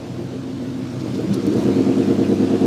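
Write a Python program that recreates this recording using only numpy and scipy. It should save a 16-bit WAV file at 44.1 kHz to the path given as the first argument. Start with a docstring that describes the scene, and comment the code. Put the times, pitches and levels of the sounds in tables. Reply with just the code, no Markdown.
"""A V8 sports car backs slowly out of a garage towards a microphone lying on the driveway.
At first it is off-mic: eight unequal exhaust pulses per lumpy cycle boom between the walls, while
belts and fan hiss. After about a second grit snaps and rubber scrapes under the tyres, and hard
firings bark as the revs rise. From a second and a half the tailpipes are close and heard directly,
gas rushing with each pulse, and a few mechanical rasps come through towards the end."""
import sys
import numpy as np
from scipy import signal
from scipy.io import wavfile
from scipy.ndimage import uniform_filter1d

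SR = 44100
rng = np.random.default_rng(int(sys.argv[2]) if len(sys.argv) > 2 else 0)


def to_wav(s):
    """Save 16-bit WAV."""
    ch = np.atleast_2d(s).T  # columns
    pcm = np.round(np.clip(ch, -1, 1) * 32767)  # PCM
    wavfile.write(sys.argv[1], SR, pcm.astype(np.int16))


N = 117306
T = np.arange(N) / SR

# engine speed in cycles of eight firings: t/s, rate/Hz
ENGINE_SPEED = [(0.0, 6.771), (0.2, 6.932), (0.4, 6.919), (0.6, 6.925), (0.8, 6.833), (0.95, 6.904),
                (1.08, 7.042), (1.22, 7.222), (1.35, 7.51), (1.48, 8.401), (1.6, 9.361), (1.74, 9.498),
                (1.9, 9.48), (2.1, 9.393), (2.35, 9.317), (2.66, 9.42)]
# cylinders in firing order: extra travel to the microphone/s, level/dB
CYLINDERS = [(0.0005, -0.7), (0.0092, -4.7), (0.0085, 1.3), (0.007, -1.9), (0.0038, -46.2), (0.001, -3.2),
             (0.0045, -3.8), (0.0056, -13.4)]
# balance at the microphone as the car nears: t/s, direct exhaust/dB, garage boom/dB
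APPROACH = [(0.0, -63, -31.5), (0.2, -54, -28), (0.4, -32.5, -32), (0.7, -43, -28.5), (0.9, -48, -28.5),
            (1.1, -27, -26.4), (1.3, -29.5, -26), (1.5, -21, -26.5), (1.6, -17.5, -23.5), (1.9, -17, -28),
            (2.2, -17.5, -25.5), (2.7, -16.5, -31.9)]
# exhaust pulse on the direct path: f/Hz, level/dB
EXHAUST_COLOUR = [(30.0, -50.6), (75.0, -46.5), (90.0, -42), (103.0, -9), (118.0, -10.5), (165.0, -31),
                  (195.0, -7.5), (260.0, -3), (290.0, -5), (345.0, -3.6), (380.0, 1.5), (408.0, -22),
                  (460.0, 0), (520.0, -22.5), (670.0, -25), (850.0, -41.5), (1300, -44), (2500, -99.5)]
# pipe and muffler resonances and a notch: f/Hz, width/Hz, lift/dB
PIPE_RESONANCES = [(102, 12, 9), (113, 6.9, -17), (169, 4.5, 11), (195, 16.5, 19), (220.5, 13.8, 9),
                   (267.9, 9.9, 14), (319, 50, 5)]
# muffler chambers: f/Hz, width/Hz
MUFFLER_CHAMBERS = [(283, 67), (358, 115)]
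# exhaust pulse scattered under the car: f/Hz, level/dB
SCATTER_COLOUR = [(100, -41), (300, -2), (450, 1), (520, -24), (570, -6), (690, 3), (850, 1.5), (1000, -16),
                  (1400, -16), (2500, -38), (6000, -56)]
# gas rush at the tailpipes: f/Hz, level/dB
RUSH_COLOUR = [(100, -58), (300, -6), (520, 10), (700, 9), (950, -6), (1400, -12), (2000, -13.5),
               (4000, -23), (15000, -48)]
# gas rush at the microphone: t/s, level/dB
RUSH_LEVEL = [(0, -41.5), (.2, -44.5), (.4, -47), (.9, -60), (1.3, -45), (1.5, -44.5), (1.65, -39.5),
              (1.9, -39), (2.2, -40), (2.66, -35.5)]
# hard firings: t/s, f/Hz, length/s, level/dB
BARKS = [(.2, 335, 0.051, -35), (0.343, 449, 0.066, -35.5), (1.058, 337, 0.091, -31),
         (1.143, 260, 0.062, -24.5), (1.194, 417, 0.013, -20.5), (1.245, 323.2, .03, -23),
         (1.315, 199.9, 0.052, -21.5), (1.378, 331.7, 0.032, -21), (1.484, 290, 0.028, -16.5),
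         (1.518, 337, 0.046, -22), (1.545, 450, 0.042, -22.5), (1.587, 308.4, 0.044, -22.5),
         (1.809, 339.8, 0.017, -16)]
# where in the engine cycle the bass peaks: t/s, phase/cycles
BOOM_PEAK = [(0, .85), (1.05, .85), (1.3, .2), (1.6, .3)]

# exhaust pulse heard through the garage: f/Hz, level/dB
GARAGE_COLOUR = [(30.0, -23), (72.0, -47), (88.0, 4.5), (100.0, 7.7), (150.0, 7), (230.0, 1.9),
                 (265.0, 4.5), (300.0, 7), (370.0, 6.5), (400.0, -12.5), (450.0, 3), (510.0, -6),
                 (680.0, -10.5), (850.0, -25), (1300, -33), (2500, -46.5), (6000, -46)]
# wall reflections: delay/s, drift/(s per s), level/dB
WALL_ECHOES = [(0.0208, -0.0003, 1.8), (0.0227, 0.0006, -6.1), (0.0352, 0.0006, -1.6),
               (0.0517, -0.0003, -0.0102), (0.0757, 0.0005, -4.1), (0.0974, 0.0001, -1.6)]
# strong modes of the garage: f/Hz, width/Hz
ROOM_MODES = [(128, 12), (193, 9), (266, 16)]
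# those modes from the driveway: t/s, low mode/dB, middle mode/dB, high mode/dB
MODE_LEVELS = [(0.0, -45.9, -41, -35.5), (0.2, -36.5, -41, -35), (0.4, -37, -36, -28.5),
               (0.6, -46, -67, -26), (0.8, -43, -30, -25.5), (1.0, -30, -70, -32), (1.2, -43, -38, -43),
               (1.3, -25.5, -14.5, -45), (1.4, -43, -35, -28.5), (1.6, -32, -47, -61), (1.9, -32, -38, -32),
               (2.1, -41, -35, -50), (2.7, -47, -25.5, -28.7)]

# grit snapping under the tyres: t/s, peak/dB
GRIT_SNAPS = [(.792, -42), (.995, -43), (1.18, -37), (1.209, -40), (1.336, -31), (1.343, -19.5),
              (1.4665, -27), (1.5385, -33), (1.567, -34), (1.611, -35), (1.628, -35), (1.636, -36),
              (1.654, -38), (1.983, -34), (2.612, -33)]
# cracking grit and sand: f/Hz, level/dB
GRIT_COLOUR = [(300, -50), (1000, -30), (4000, -13), (5500, -1), (8000, 0), (11000, -2.5), (13000, -9),
               (15500, -13)]
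# sand crackle: t/s, level/dB
SAND_LEVEL = [(0, -75), (1.05, -70), (1.16, -61), (1.27, -71), (1.47, -70), (1.6, -57), (1.72, -61),
              (2.66, -59)]
# rubber scraping on concrete: t/s, length/s, level/dB
SCRAPES = [(1.007, 0.019, -44), (1.154, 0.029, -43), (1.343, 0.03, -39.5), (1.532, 0.023, -44),
           (1.583, 0.046, -43.5)]
# tone of the scrapes: f/Hz, level/dB
SCRAPE_COLOUR = [(500, -36), (2500, -23), (3800, 3), (5500, 1), (8000, -14), (15000, -27)]

# belts, fan and intake: f/Hz, level/dB
HISS_COLOUR = [(200, -28), (800, 8.5), (1500, 5), (1900, 0), (2500, 1), (3300, 0), (4200, -0.5), (5500, -4),
               (7200, -8), (9000, -14), (11000, -20.5), (13000, -25.5), (15200, -29)]
# their hiss as the car nears: t/s, relative level/dB
HISS_LEVEL = [(0, -48.5), (.5, -49.5), (.9, -47), (1.2, -45), (1.6, -42.5), (2.66, -43)]
# mechanical rasps: t/s, length/s, level/dB
RASPS = [(1.93, .04, -44), (1.975, 0.028, -47), (2.03, 0.028, -45), (2.25, 0.053, -43.5), (2.485, .02, -43)]
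# tone of the rasps: f/Hz, level/dB
RASP_COLOUR = [(500, -42), (2000, -18), (2500, 1), (3000, -3), (3600, -13), (15000, -52)]
# low air rumble: f/Hz, level/dB
RUMBLE_COLOUR = [(10, -10), (35, -1), (70, 0), (110, -8), (300, -40), (1000, -80)]
# rumble at the microphone: t/s, level/dB
RUMBLE_LEVEL = [(0, -63), (.9, -62), (1.45, -53), (2.66, -53)]


def amp(db):
    """Decibels to gain."""
    return 10 ** (np.asarray(db) / 20)


def unit(x):
    """Scales to rms 1."""
    return x / np.sqrt(np.mean(x ** 2) + 1e-20)


def curve(table, column=1):
    """One column of a time table at every sample."""
    rows = np.array(table)
    return np.interp(T, rows[:, 0], rows[:, column])


def colour(x, spectrum, peaks=(), size=32768):
    """Minimum-phase filter from a spectrum table and narrow resonances."""
    hz = abs(np.fft.fftfreq(size, 1 / SR))
    table_hz, table_db = np.transpose(spectrum)
    db = np.interp(np.log(hz + 1), np.log(table_hz), table_db)
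    db += sum(lift / (1 + (2 * (hz - f) / width) ** 2) for f, width, lift in peaks)
    response = np.exp(np.conj(signal.hilbert(np.log(amp(db)))))
    taps = np.fft.ifft(response).real[:size // 2]
    return signal.fftconvolve(x, taps)[:len(x)]


def cycles(t, zero_s=2.289):
    """Engine cycles at times t, counted from zero_s."""
    turns = np.cumsum(np.interp(t, *np.transpose(ENGINE_SPEED))) / SR
    return turns - np.interp(zero_s, t, turns)


def firings(spread_db=0.8, jitter_s=0.00015):
    """One click per cylinder firing, starting half a second early so the garage already rings."""
    t = np.arange(-(SR // 2), N) / SR
    turns, count = cycles(t), len(CYLINDERS)
    firing = np.arange(np.ceil(turns[0] * count), turns[-1] * count).astype(int)
    travel, db = np.array(CYLINDERS)[firing % count].T
    strength, timing = rng.standard_normal((len(firing), 2)).T
    arrival_s = np.interp(firing / count, turns, t) + travel + jitter_s * timing
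    samples = np.clip(np.searchsorted(t, arrival_s), 0, len(t) - 1)
    clicks = np.zeros(len(t))
    np.add.at(clicks, samples, amp(db + spread_db * strength))
    return clicks


def muffler(x):
    """Each chamber delays the sound near its own pitch, so a pulse swells instead of cracking."""
    for hz, width in MUFFLER_CHAMBERS:
        radius = np.exp(-np.pi * width / SR)
        poles = [1, -2 * radius * np.cos(2 * np.pi * hz / SR), radius ** 2]
        x = signal.lfilter(poles[::-1], poles, x)  # all-pass
    return x


def exhaust(clicks, scatter_s=0.013, scatter_db=-26):
    """Pulses ring the pipes and reach the microphone directly, or smeared between car and ground."""
    t = np.arange(SR // 20) / SR
    bounces = rng.standard_normal(len(t)) * t * np.exp(-t / scatter_s)
    scattered = colour(signal.fftconvolve(clicks, bounces)[:len(clicks)], SCATTER_COLOUR)
    direct = colour(muffler(clicks), EXHAUST_COLOUR, PIPE_RESONANCES)
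    return (unit(direct[-N:]) + amp(scatter_db) * unit(scattered[-N:])) * amp(curve(APPROACH))


def gas_rush(clicks, decay_s=0.033):
    """A puff of turbulence leaves the tailpipe with each pulse."""
    puffs = signal.lfilter([1], [1, -np.exp(-1 / (decay_s * SR))], clicks)
    rush = colour(puffs * rng.standard_normal(len(puffs)), RUSH_COLOUR)
    return unit(rush[-N:]) * amp(curve(RUSH_LEVEL))


def barks(rise_hz_per_s=900, waver_hz=24.9):
    """A hard firing rings the pipe in a short, rough note that bends upward."""
    out = np.zeros(N)
    for s, hz, length, db in BARKS:
        waver = waver_hz * unit(uniform_filter1d(rng.standard_normal(N), size=300))
        turns = np.cumsum(hz + rise_hz_per_s * (T - s) + waver) / SR + rng.random()
        swell = amp(db) * np.exp(-(2 * (T - s) / length) ** 2)
        out += swell * np.sqrt(2) * np.sin(2 * np.pi * turns)
    return out


def lope(depth_db, peak_cycle=0.22):
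    """A gain that surges once per engine cycle, like the tailpipe flow."""
    return amp(depth_db * np.cos(2 * np.pi * (cycles(T) - peak_cycle)))


def boom_throb(engine, below_hz=150, depth_db=2.8):
    """The engine with its deep boom throbbing once per cycle."""
    boom = signal.sosfiltfilt(signal.butter(4, below_hz, fs=SR, output="sos"), engine)
    return engine + boom * (lope(depth_db, curve(BOOM_PEAK)) - 1)


def garage(clicks, t60_s=0.62, diffuse_above_hz=480, diffuse_db=3):
    """The pulses bounce between the walls and out to the driveway, on paths that shift as the car rolls."""
    t = np.arange(SR // 2) / SR
    tail = rng.standard_normal(len(t)) * amp(-60 * t / t60_s)
    tail = signal.sosfilt(signal.butter(4, diffuse_above_hz, "highpass", fs=SR, output="sos"), tail)
    diffuse = signal.fftconvolve(clicks, tail / np.linalg.norm(tail))[:len(clicks)]
    room = clicks + amp(diffuse_db) * diffuse
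    now = np.arange(N - len(clicks), N) / SR
    for delay, drift, db in WALL_ECHOES:
        room += amp(db) * np.interp(now - delay - drift * now, now, clicks)
    return unit(colour(room, GARAGE_COLOUR)[-N:]) * amp(curve(APPROACH, column=2))


def standing_waves(clicks):
    """Three room modes swell and fade as the tailpipes move through their nodes."""
    t, out = np.arange(SR // 2) / SR, np.zeros(N)
    for column, (hz, width) in enumerate(ROOM_MODES, start=1):
        ring = t * np.exp(-2 * np.pi * width * t) * np.sin(2 * np.pi * hz * t)
        mode = signal.fftconvolve(clicks, ring)[:len(clicks)]
        out += unit(mode[-N:]) * amp(curve(MODE_LEVELS, column))
    return out


def grit(snap_s=0.0006, echo_s=0.007, echo_db=-17):
    """Grains crack under the tyres, level with the microphone, each with a short echo."""
    t, out = np.arange(SR // 20) / SR, np.zeros(N)
    envelope = np.exp(-t / snap_s) + amp(echo_db) * np.exp(-t / echo_s)
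    for s, db in GRIT_SNAPS:
        snap = colour(envelope * rng.standard_normal(len(t)), GRIT_COLOUR, size=1024)
        slot = out[round(s * SR):][:len(snap)]
        slot += amp(db) * snap[:len(slot)] / abs(snap).max()
    return out


def sand(grains_per_s=2400, spread_db=2):
    """Fine sand crackles as the tyres roll over the threshold."""
    grains = (rng.random(N) < grains_per_s / SR) * rng.standard_normal(N)
    grains *= amp(spread_db * rng.standard_normal(N))
    return unit(colour(grains, GRIT_COLOUR, size=1024)) * amp(curve(SAND_LEVEL))


def friction(events, spectrum):
    """Rubbing surfaces give short swells of noise: tyre scrapes or mechanical rasps."""
    swells = sum(amp(db) * np.exp(-(2 * (T - s) / length) ** 2) for s, length, db in events)
    return unit(colour(rng.standard_normal(N), spectrum, size=1024)) * swells


def engine_hiss(gain_db=4, patch_db=1.5, throb_depth=0.089):
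    """Belts, fan and intake: patchy noise that throbs at the firing rate."""
    hz, _, frames = signal.stft(rng.standard_normal(N), SR, nperseg=512)
    patches = uniform_filter1d(rng.standard_normal(frames.shape), size=4, axis=0)  # across frequency
    patches = unit(uniform_filter1d(patches, size=12, axis=1))  # across time
    table_hz, table_db = np.transpose(HISS_COLOUR)
    db = np.interp(np.log(hz + 1), np.log(table_hz), table_db)[:, None] + patch_db * patches
    noise = signal.istft(frames * amp(db))[1][:N]
    throb = 1 + throb_depth * np.cos(2 * np.pi * len(CYLINDERS) * cycles(T))
    return unit(noise * throb) * amp(gain_db + curve(HISS_LEVEL))


def air_rumble():
    """Stirred air rumbles at the microphone."""
    return unit(colour(rng.standard_normal(N), RUMBLE_COLOUR)) * amp(curve(RUMBLE_LEVEL))


def scene():
    """Car and garage in mono, from ground level on the driveway."""
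    clicks = firings()
    tailpipes = exhaust(clicks) + lope(depth_db=2.5) * gas_rush(clicks)
    engine = lope(depth_db=2.0) * tailpipes + garage(clicks) + standing_waves(clicks)
    engine = boom_throb(engine) + barks()
    tyres = grit() + sand() + friction(SCRAPES, SCRAPE_COLOUR)
    background = engine_hiss() + friction(RASPS, RASP_COLOUR) + air_rumble()
    return (engine + tyres + background)[None]


def record(dry):
    """The microphone chain passes 18 Hz to 15.35 kHz."""
    low_cut = signal.butter(2, 18, "highpass", fs=SR, output="sos")
    high_cut = signal.firwin(1023, 15350, window=("kaiser", 9), fs=SR)
    return signal.oaconvolve(signal.sosfilt(low_cut, dry), high_cut[None], "same")


dry = scene()
out = record(dry)
to_wav(out)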